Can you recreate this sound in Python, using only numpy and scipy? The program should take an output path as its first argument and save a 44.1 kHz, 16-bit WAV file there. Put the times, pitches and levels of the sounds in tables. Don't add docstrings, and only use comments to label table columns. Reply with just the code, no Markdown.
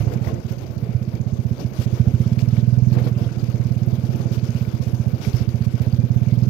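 import sys
import numpy as np
from scipy import signal
from scipy.io import wavfile

SR = 44100
rng = np.random.default_rng(int(sys.argv[2]) if len(sys.argv) > 2 else 0)


def inscribe(sig):
    pcm = np.round(np.clip(np.atleast_2d(sig).T, -1, 1) * 32767)
    wavfile.write(sys.argv[1], SR, pcm.astype(np.int16))


def gain_from_db(level_db):
    decades = np.asarray(level_db, float) / 20
    return 10 ** decades


N = 286209


def rms_one(x):
    return x / np.sqrt(np.mean(x ** 2) + 1e-20)


def at_hz(points, hz):
    point_hz, value = np.array(points).T[:2]
    return np.interp(np.log(hz), np.log(point_hz), value)


def in_time(rows):
    return np.interp(np.arange(N) / SR, *np.transpose(rows))


def drift(rate):
    r = np.exp(-80 * np.pi * rate / SR)
    noise = rng.standard_normal(N // 40 + 2002)
    slow = signal.lfilter([1], [1, -2 * r, r * r], noise)[2000:]
    return np.interp(np.arange(N) / 40, np.arange(len(slow)), rms_one(slow))


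def passed(x, order, hz, kind):
    return signal.sosfilt(signal.butter(order, hz, kind, fs=SR, output="sos"), x)


def ring(clicks, hz, t60):
    r = gain_from_db(-60 / (t60 * SR))
    w = 2 * np.pi * hz / SR
    return signal.lfilter([0, np.sin(w)], [1, -2 * r * np.cos(w), r * r], clicks + 1e-18)


def resonate(x, hz, width_hz):
    r = np.exp(-np.pi * width_hz / SR)
    w = 2 * np.pi * hz / SR
    return signal.lfilter([(1 - r * r) / 2, 0, (r * r - 1) / 2], [1, -2 * r * np.cos(w), r * r], x)


def clicks_at(seconds, sizes):
    train = np.zeros(N)
    train[np.clip(np.round(seconds * SR).astype(int), 0, N - 1)] = sizes
    return train


def two_ports(source, open_port, covered_port, low_hz, top_hz, patchy_db):
    # pitch in Hz, likeness from 0 to 1.
    likeness = [(60, .7), (160, .75), (300, .7), (500, .55), (800, .35), (1400, .15), (15000, .05)]
    edges = low_hz * 2 ** np.arange(0, np.log2(top_hz / low_hz), 1 / 3)
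    out = 0
    for k, (low, high) in enumerate(zip(edges, edges[1:])):
        a, b = passed(source[k % 2], 2, [low, high], "band")
        hz = np.sqrt(low * high)
        alike = np.clip(at_hz(likeness, hz), 0, 1)
        port_db = np.array([[at_hz(open_port, hz)], [at_hz(covered_port, hz)]])
        gains = gain_from_db(port_db + patchy_db * drift(23))
        out = out + gains * np.array([a, alike * a + np.sqrt(1 - alike ** 2) * b])
    return out / np.std(out[0])


def firings():
    # time in seconds, firings per second.
    speed = [(0.15, 19.065), (0.42, 15.917), (1.48, 16.018), (1.67, 14.188), (2.08, 14.169), (2.36, 18.806),
             (2.7, 20.536), (2.86, 20.932), (3.27, 19.705), (3.41, 17.228), (3.72, 18.3), (4.17, 18.355),
             (4.5, 16.405), (5.23, 14.38), (5.89, 15.741), (5.95, 16.96), (6.22, 17.998), (6.49, 21.663)]
    # time in seconds, firing strength in dB.
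    throttle = [(.16, -2.5), (.5, -7.5), (.8, -5), (1.1, -5.5), (1.35, -2.5), (1.9, -1.5), (2.0, 3),
                (2.4, 1.5), (2.95, 1.5), (3.25, -3), (3.9, -1), (4.25, -3.5), (4.45, -2), (4.8, -2.5),
                (5.0, -1.5), (5.75, -.5), (5.9, 1.5), (6.45, 2)]
    # time in seconds, strength in dB, depth in dB, bark in dB.
    odd_firings = [(.0066, -2, -19, -32), (0.037, -4, -9, -5), (0.0707, -0.5, 7, -4),
                   (0.131, -10, -15, -10), (0.269, -4, 7, -5), (0.3316, -5, 2, 2.5), (0.3906, -15, -1, 6.5),
                   (0.5116, -6.5, 1, 2), (0.5764, -13.5, -4, 2), (0.6539, -16, -11, -15), (0.7, -13, 7, 2),
                   (.7690, -9, 7, 5.5), (0.895, -8, -5, 4.5), (0.953, -2, 5, -12), (1.3281, -4, 6, 4.5),
                   (1.455, -2.5, 3, 1.5), (1.5139, -2, 3, 2.5), (1.586, -14.5, -3, 0),
                   (1.721, -16.5, -6, 9), (1.8647, 0, -7, -0.5), (1.93, -1.5, 1, -3), (3.2661, -3, 1, -9),
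                   (3.316, -13.5, -4, 6), (3.373, -6.5, 4, 4.5), (5.2042, -11, -4, 1.5),
                   (5.345, 0.5, -12, -8), (5.67, 0, 2.5, 1), (5.9903, 2.5, -2, 1), (6.0406, 1.5, -1, 0.5),
                   (6.327, 3, -7, 1.5)]
    first_turn = .098
    takes_place_s = .025
    turns = np.cumsum(in_time(speed)) / SR - first_turn
    seconds = np.interp(np.arange(int(turns[-1]) + 1), turns, np.arange(N) / SR)
    chance = rng.standard_normal((3, len(seconds)))
    strength_db = np.interp(seconds, *np.transpose(throttle)) + .5 * chance[0]
    above_idle = np.interp(seconds, *np.transpose(speed)) - 15.4
    depth_db = 2.5 - 1.47 * above_idle + .7 * chance[1]
    bark_db = 1 - .2 * strength_db + .5 * chance[2]
    odd = np.transpose(odd_firings)
    regular = np.abs(seconds[:, None] - odd[0]).min(axis=1) > takes_place_s
    even = np.array([seconds, strength_db, depth_db, bark_db])
    return np.hstack([even[:, regular], odd])


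def exhaust(fired):
    # pitch in Hz, ring time t60 in seconds,
    # right level in dB, left level in dB, sign, part (0 body, 1 depth, 2 bark).
    silencer = [
        (121.8, .122, -.8, -13, -1, 0),
        (238, .18, -10.5, -14, -1, 2),
        (215, .045, 1.5, -6.5, 1, 2),
        (85.5, .1, -11.8, -25, 1, 1),
    ]
    seconds, strength_db, depth_db, bark_db = fired
    misfire_db, afterburn_db, afterburn_s = -10, 9, .07
    puff = signal.windows.hann(round(.006 * SR))
    puff /= puff.sum()
    scatter_db = .7 * rng.standard_normal((len(seconds), len(silencer), 2))
    parts_db = [0 * depth_db, np.clip(depth_db, -15, 7), bark_db]
    gas = gain_from_db(-63 + 2.5 * drift(6)) * rng.standard_normal(N)
    unburnt = clicks_at(seconds - afterburn_s / 4, strength_db < misfire_db)
    swell = signal.fftconvolve(unburnt, signal.windows.hann(round(afterburn_s * SR)))[:N]
    gas = gas * gain_from_db(afterburn_db * swell)
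    out = np.zeros((2, N))
    for k, (hz, t60, right_db, left_db, sign, part) in enumerate(silencer):
        for side, level_db in enumerate((left_db, right_db)):
            blow_db = strength_db + parts_db[round(part)] + scatter_db[:, k, side]
            blows = clicks_at(seconds - .0089, gain_from_db(blow_db)) + gas
            out[side] += sign * gain_from_db(level_db) * ring(np.convolve(blows, puff)[:N], hz, t60)
    return out


def open_port_duck(fired):
    # from seconds, to seconds, share from 0 to 1.
    spared = [(0, .2, .7), (.2, .25, .3), (.25, .47, .55), (.75, .8, .35), (.8, 1.17, 1),
              (1.3, 1.35, .4), (1.49, 1.54, .4), (1.62, 1.68, .85), (1.76, 1.82, .6), (1.9, 1.96, .55),
              (1.97, 2.34, 1), (2.45, 2.5, .3), (2.5, 2.6, .8), (2.89, 2.94, .55), (2.99, 3.04, .5),
              (3.09, 3.14, .55), (3.14, 3.29, .9), (3.52, 3.57, .5), (3.63, 3.68, .45),
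              (3.79, 3.84, .45), (3.96, 4.06, .65), (4.29, 4.34, .4), (4.4, 4.45, .4), (4.46, 4.51, .7),
              (4.52, 4.7, 1), (4.84, 4.89, .5), (4.97, 5.02, .5), (5.25, 5.36, .8), (5.52, 5.57, .4),
              (5.58, 5.63, .85), (5.84, 5.89, .45), (5.9, 5.95, .75), (6.25, 6.3, .4), (6.3, 6.35, .6),
              (6.4, 6.45, .4)]
    # seconds from the firing, share of the cut.
    duck_shape = [(-.011, 0), (-.006, .75), (-.003, 1), (.002, .95), (.006, .5), (.009, .3), (.013, 0)]
    seconds = fired[0]
    opened = sum(share * ((seconds >= a) & (seconds < b)) for a, b, share in spared)
    lead_s, tail_s = duck_shape[0][0], duck_shape[-1][0]
    duck = np.interp(np.arange(lead_s, tail_s, 1 / SR), *np.transpose(duck_shape))
    shut = signal.fftconvolve(clicks_at(seconds + lead_s, 1 - opened), duck)[:N]
    return 1 - .9 * np.clip(shut, 0, 1)


def engine_cycle(fired, lead_s, length_s):
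    seconds, strength_db = fired[:2]
    bump = signal.windows.hann(round(length_s * SR))
    return np.convolve(clicks_at(seconds - lead_s, gain_from_db(.5 * strength_db)), bump)[:N]


def track():
    # time in seconds, brush level in dB.
    undergrowth = [(0, -53), (.6, -54.5), (1.1, -57.5), (1.6, -54), (2.1, -52.5), (2.75, -54.5),
                   (3.4, -50.5), (3.85, -53), (4.4, -51), (5.0, -51), (5.6, -52), (6.1, -54), (6.49, -51)]
    # peak in seconds, length in seconds,
    # brush rise in dB, rumble rise in dB.
    passes = [(.01, 0.071, 6.5, 0.5), (0.106, 0.26, 0.5, 6), (0.274, 0.11, 7.5, 6.5),
              (0.335, 0.17, -2, 4.5), (0.511, 0.068, 8, 2), (0.629, 0.095, 2.5, 4), (0.882, 0.17, 2.5, 3),
              (1.154, 0.062, 1.5, 3), (2.752, 0.09, 1, -1), (1.608, 0.092, 6.5, 7.5),
              (1.807, .14, 8.5, 2.5), (1.94, 0.18, 4, 2.5), (2.098, 0.12, -1, 3.5), (2.248, 0.16, 4, 2.5),
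              (2.405, 0.067, 8.5, 3), (2.563, 0.15, 5, 2.5), (2.98, 0.17, 4.5, 8.5), (3.071, 0.075, 6, 7),
              (3.228, 0.13, 3.5, 5.5), (3.555, 0.16, -0.5, 1.5), (3.932, 0.087, 4.5, 1),
              (4.203, 0.39, 2, 4.5), (4.348, 0.08, 5, 1), (4.469, 0.078, 4, 1), (4.576, 0.1, 3.5, 0.5),
              (4.834, 0.052, 3.5, 2.5), (5.258, 0.14, 8, 4.5), (5.385, 0.14, 8, 3), (5.651, 0.03, 5.5, -3),
              (5.825, 0.17, 3, 3)]
    t = np.arange(0, N / SR + .002, .002)
    near_db = np.interp(t, *np.transpose(undergrowth))
    s, length_s, brush_db, rumble_db = np.transpose(passes)
    swells = np.cos(np.pi * np.clip((t - s[:, None]) / length_s[:, None], -.5, .5))
    ground_db = -42 + .21 * (near_db - near_db.mean()) + rumble_db @ swells
    leaves_db = near_db + brush_db @ swells
    return in_time(np.transpose([t, leaves_db])), in_time(np.transpose([t, ground_db]))


def rumble(fired, level_db):
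    # pitch in Hz, level in dB per Hz.
    rumble_open = [(30, -10), (70, -14), (130, 0.5), (180, -8), (260, -0.5), (350, -0.5), (600, -4.5),
                   (900, -15), (1500, -26.5), (3000, -30)]
    rumble_covered = [(30, -1), (70, 7.5), (130, 8.5), (260, -1), (350, -6.5), (600, -7.5), (900, -46),
                      (1500, -37.5), (3000, -72)]
    source = rng.standard_normal((2, 2, N))
    noise = two_ports(source, rumble_open, rumble_covered, 28.1, 3200, patchy_db=1.37)
    noise += gain_from_db(-7.5) * resonate(noise, hz=352, width_hz=50)
    shake_db = 3.0 * engine_cycle(fired, .006, .024)
    return noise * gain_from_db(level_db + 3.6 + shake_db + .5 * drift(4))


def brush(level_db, bright_db):
    # pitch in Hz, level in dB per Hz.
    brush_open = [(600, -15.5), (1000, 1.5), (1400, 4), (1800, -2.5), (3000, 1), (3900, -3), (5600, -4),
                  (7200, -13.5), (8700, -20), (11000, -12.5), (13500, -10), (15800, -6.5)]
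    brush_covered = [(600, -10), (1000, -1.5), (1800, -23), (2300, -61.5), (3000, -19.5), (3900, -21),
                     (5300, -55), (7200, -59.5), (11000, -41), (15800, -33)]
    port_hz, port_width_hz, port_db = 4600, 750, -28
    sizes = gain_from_db(1.5 * np.minimum(rng.exponential(1, (2, 2, N)), 6))
    sizes = sizes * (rng.random((2, 2, N)) < 3000 / SR)
    grains = rng.standard_normal((2, 2, N)) * (1 + 2.0 * sizes)
    leaves = two_ports(grains, brush_open, brush_covered, 603, 19000, patchy_db=2.5)
    cavity = resonate(resonate(grains[1, 1], port_hz, port_width_hz), port_hz, port_width_hz)
    leaves[1] += gain_from_db(port_db + 20.0) * cavity
    top = passed(leaves, 4, 7500, "high")
    leaves = leaves + top * (gain_from_db(bright_db - np.mean(bright_db)) - 1)
    pressed = np.clip((level_db - np.median(level_db) - 2) / 8, 0, 1)
    leaves = leaves + 1.5 * pressed * resonate(leaves, hz=5300, width_hz=1400)
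    return leaves * gain_from_db(level_db + 5.0 + 1.0 * drift(25) + .8 * drift(70))


def clatter(fired, level_db):
    # pitch in Hz, level in dB, ring time t60 in seconds.
    casing = [(1510, -48.5, 0.03), (2217, -42, 0.014), (2405, -44, 0.016), (4754, -41.5, 0.0084),
              (5270, -41.5, 0.0052), (6320, -39, 0.0051), (12300, -50.5, 0.0061)]
    seconds = fired[0]
    chance = rng.standard_normal((len(seconds), len(casing), 2))
    follow = gain_from_db(.5 * (level_db - np.mean(level_db)))
    out = np.zeros(N)
    for k, (hz, db, t60) in enumerate(casing):
        tick_db = (-2.0 if hz > 4000 else -9.0) + 3.0 * chance[:, k, 1]
        shut = clicks_at(seconds + .012 + .0015 * chance[:, k, 0], gain_from_db(tick_db))
        valve = shut + .76 * np.roll(shut, round(.002 * SR))
        busy = rng.random(N) < 300 * gain_from_db(6.0 * drift(6)) / SR
        hit_db = -16.5 + 4.4 * np.minimum(rng.exponential(1, N), 4)
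        loose = busy * gain_from_db(hit_db) * rng.choice([-1, 1], N)
        whir = gain_from_db(-37 + 5.0 * drift(7)) * rng.standard_normal(N)
        out += gain_from_db(db) * ring(valve + (loose + whir) * follow, hz, t60)
    return out * gain_from_db([[0], [-30]])


def swishes():
    # peak in seconds, length in seconds, 2-7 kHz level in dB, top level in dB.
    whips = [(0.016, 0.045, -62, -51.5), (0.135, .04, -48, -54.5), (0.255, 0.043, -53, -65.5),
             (0.28, 0.023, -56, -56), (0.344, .03, -51, -61.5), (1.431, 0.044, -54, -59),
             (1.791, 0.026, -49, -58), (1.831, 0.055, -45, -50), (2.332, 0.012, -43, -54),
             (2.406, 0.041, -43, -53.5), (2.572, 0.078, -52, -61), (2.94, 0.029, -45, -59),
             (2.998, 0.031, -54, -57), (3.057, 0.039, -58, -56), (3.228, 0.04, -58, -69.5),
             (3.874, 0.035, -67, -59.5), (4.858, 0.037, -52, -59), (5.257, 0.051, -45.5, -47.5),
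             (5.36, 0.042, -54.5, -58), (5.719, .025, -53, -56.5), (5.825, 0.018, -48, -47),
             (6.427, 0.041, -61, -64)]
    t = np.arange(N) / SR
    pops = gain_from_db(3.9 * np.minimum(rng.exponential(1, N), 5)) * (rng.random(N) < 1500 / SR)
    crackle = rng.standard_normal((2, N)) * (1 + 1.5 * pops)
    middle = passed(crackle[0], 3, [1700, 6900], "band")
    top = resonate(passed(crackle[1], 3, 9800, "high"), hz=11800, width_hz=3300)
    gains = np.zeros((2, N))
    for s, length_s, middle_db, top_db in whips:
        near = slice(max(round((s - length_s) * SR), 0), round((s + length_s) * SR))
        swell = np.cos(np.pi * np.clip((t[near] - s) / length_s, -.5, .5))
        gains[:, near] += gain_from_db([[middle_db], [top_db]]) * np.sqrt(np.clip(swell, 0, 1))
    return (gains[0] * rms_one(middle) + gains[1] * rms_one(top)) * gain_from_db([[0], [-17]])


def knocks():
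    # start in seconds, peak in dB, pitch in Hz.
    bumps = [(0.07, -27, 494), (0.117, -19, 487), (0.2735, -28, 894), (0.281, -18, 630),
             (0.312, -26.5, 506), (0.353, -22.5, 520), (0.519, -26, 550), (1.125, -25, 543),
             (1.603, -32, 418), (1.719, -26, 490), (1.969, -24, 515), (2.05, -26, 474), (2.733, -35, 600),
             (2.94, -20, 482), (2.981, -15, 492.5), (3.063, -18, 446), (3.178, -23, 594), (3.605, -25, 479),
             (4.474, -39, 440), (5.29, -42, 473), (5.373, -42, 500), (6.003, -26, 485)]
    t = np.arange(round(.08 * SR)) / SR
    burst = passed(rng.standard_normal((len(bumps), len(t))), 2, [400, 2200], "band")
    out = np.zeros(N)
    for (s, db, hz), noise in zip(bumps, burst):
        tones = np.sin(2 * np.pi * hz * t) + .5 * np.sin(2 * np.pi * 1.7 * hz * t)
        fade = gain_from_db(db - 11.0 - 60 * t / .14) * (1 - np.exp(-t / .0031))
        i = round(s * SR)
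        out[i:i + len(t)] += fade * (1.4 * tones + 1.47 * noise)
    return np.array([out, gain_from_db(-5) * passed(out, 2, 800, "low")])


def keys():
    # start in seconds, peak in dB.
    jingles = [(0.1181, -44), (0.5194, -42.5), (0.56, -50), (1.59, -47), (3.0495, -43), (3.8616, -43),
               (3.919, -49), (4.0994, -53), (4.1596, -49), (4.7294, -45), (5.821, -46)]
    # pitch in Hz, level in dB, ring time t60 in seconds.
    steel = [(12060, 2, .06), (12300, 10, 0.052), (12550, 3, .04), (14700, 6, .06)]
    seconds, peak_db = np.transpose(jingles)
    lags = rng.uniform(0, .02, (len(seconds), 3)) * [0, 1, 2]
    touches = sum(clicks_at(seconds + lag, gain_from_db(peak_db - 16.0)) for lag in lags.T)
    tones = sum(gain_from_db(db) * ring(touches, hz, t60) for hz, db, t60 in steel)
    return tones * gain_from_db([[0], [-26]])


def snaps():
    # start in seconds, peak in dB, pitch in Hz.
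    twigs = [(0.119, -36, 1770), (0.246, -29, 1930), (0.272, -23.5, 1970), (0.497, -41, 3080),
             (1.1543, -35, 2310), (1.599, -37, 1500), (2.3306, -50, 1510), (2.391, -27, 2420),
             (2.489, -41, 1650), (2.568, -28.5, 2210), (2.9287, -36, 2660), (2.9724, -28.5, 2450),
             (2.992, -31, 2370), (3.291, -29.5, 1520), (3.398, -37, 4800), (3.4416, -37, 2220),
             (3.5573, -36, 2260), (4.0494, -37, 1500), (4.3211, -36, 1540), (4.3954, -34, 2540),
             (4.449, -48, 1480), (4.5467, -37, 1980), (4.61, -30.5, 2510), (4.651, -30.5, 2300),
             (5.249, -23.5, 2300), (5.3316, -28, 4600), (5.369, -30, 2180), (5.4914, -37, 4750),
             (5.821, -39, 2340), (5.9268, -36, 4720)]
    seconds, peak_db, _ = np.transpose(twigs)
    crack = passed(clicks_at(seconds, gain_from_db(peak_db - 4.0)), 2, 1500, "high")
    t = np.arange(round(.02 * SR)) / SR
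    for s, db, hz in twigs:
        i = round(s * SR)
        crack[i:i + len(t)] += gain_from_db(db - 60 * t / .013) * np.sin(2 * np.pi * hz * t)
    return crack * gain_from_db([[0], [-30]])


def faint_snaps():
    # start in seconds, peak in dB, pitch in Hz.
    small_twigs = [(0.3418, -39.5, 6350), (0.5846, -38, 4660), (0.7806, -46, 4440), (0.843, -45, 4900),
                   (0.9686, -44, 5030), (1.0318, -51, 3550), (1.0522, -40.5, 4700), (1.1543, -43, 4620),
                   (1.215, -40, 6700), (1.581, -37, 4680), (1.6018, -37, 5660), (1.6637, -37.5, 5150),
                   (2.3296, -45, 3670), (2.391, -34, 3500), (2.392, -32.5, 4390), (2.4877, -32.5, 5490),
                   (2.786, -45, 5040), (2.929, -33, 4400), (2.9871, -36.5, 4640), (3.0739, -37, 4720),
                   (3.1867, -39.5, 4980), (3.3944, -37, 4780), (3.5557, -47, 4650), (3.721, -41, 5830),
                   (3.8344, -47, 4690), (4.0502, -41, 4690), (4.1599, -36, 6260), (4.3237, -36.5, 4710),
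                   (4.3959, -35, 4500), (4.4358, -40, 4580), (4.4532, -35.5, 4900), (4.5057, -35.5, 6440),
                   (4.5461, -36, 4700), (5.014, -50, 4220), (5.3328, -35, 4510), (5.3667, -28, 5310),
                   (5.4121, -36, 5300), (5.4914, -38, 4740), (5.5583, -43, 4930), (5.624, -34, 4600),
                   (5.8212, -47, 4800), (5.9259, -35.5, 4640), (5.945, -35, 4850), (6.416, -40.5, 4870),
                   (6.4326, -36, 5080)]
    t = np.arange(round(.015 * SR)) / SR
    overtone = gain_from_db(-13.5) * np.sin(2 * np.pi * 11900 * t)
    out = np.zeros(N)
    for s, db, hz in small_twigs:
        i = round(s * SR)
        out[i:i + len(t)] += gain_from_db(db + 2.5 - 60 * t / .011) * (np.sin(2 * np.pi * hz * t) + overtone)
    return out * gain_from_db([[0], [-20]])


def scene():
    fired = firings()
    ducking = open_port_duck(fired)
    brush_db, rumble_db = track()
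    boom = exhaust(fired) * [ducking, np.ones(N)]
    bright_db = 1.3 * drift(11) - .2 * brush_db
    treble = brush(brush_db, bright_db) + clatter(fired, brush_db)
    treble *= ducking ** .22 * gain_from_db(-1.2 * engine_cycle(fired, .013, .024))
    return boom + rumble(fired, rumble_db) + treble + swishes() + knocks() + keys() + snaps() + faint_snaps()


def roll_off(x):
    return signal.sosfilt(signal.butter(12, 15720, fs=SR, output="sos"), x)


def record(dry):
    lag = 11
    late = np.concatenate([np.zeros(lag), dry[1, :-lag]])
    hiss = gain_from_db(-88.5) * rng.standard_normal(N)
    open_port = passed(dry[0], 2, 36, "high")
    covered_port = passed(late + hiss, 2, 52, "high")
    return roll_off(np.array([open_port, covered_port]))


dry = scene()
out = record(dry)
inscribe(out)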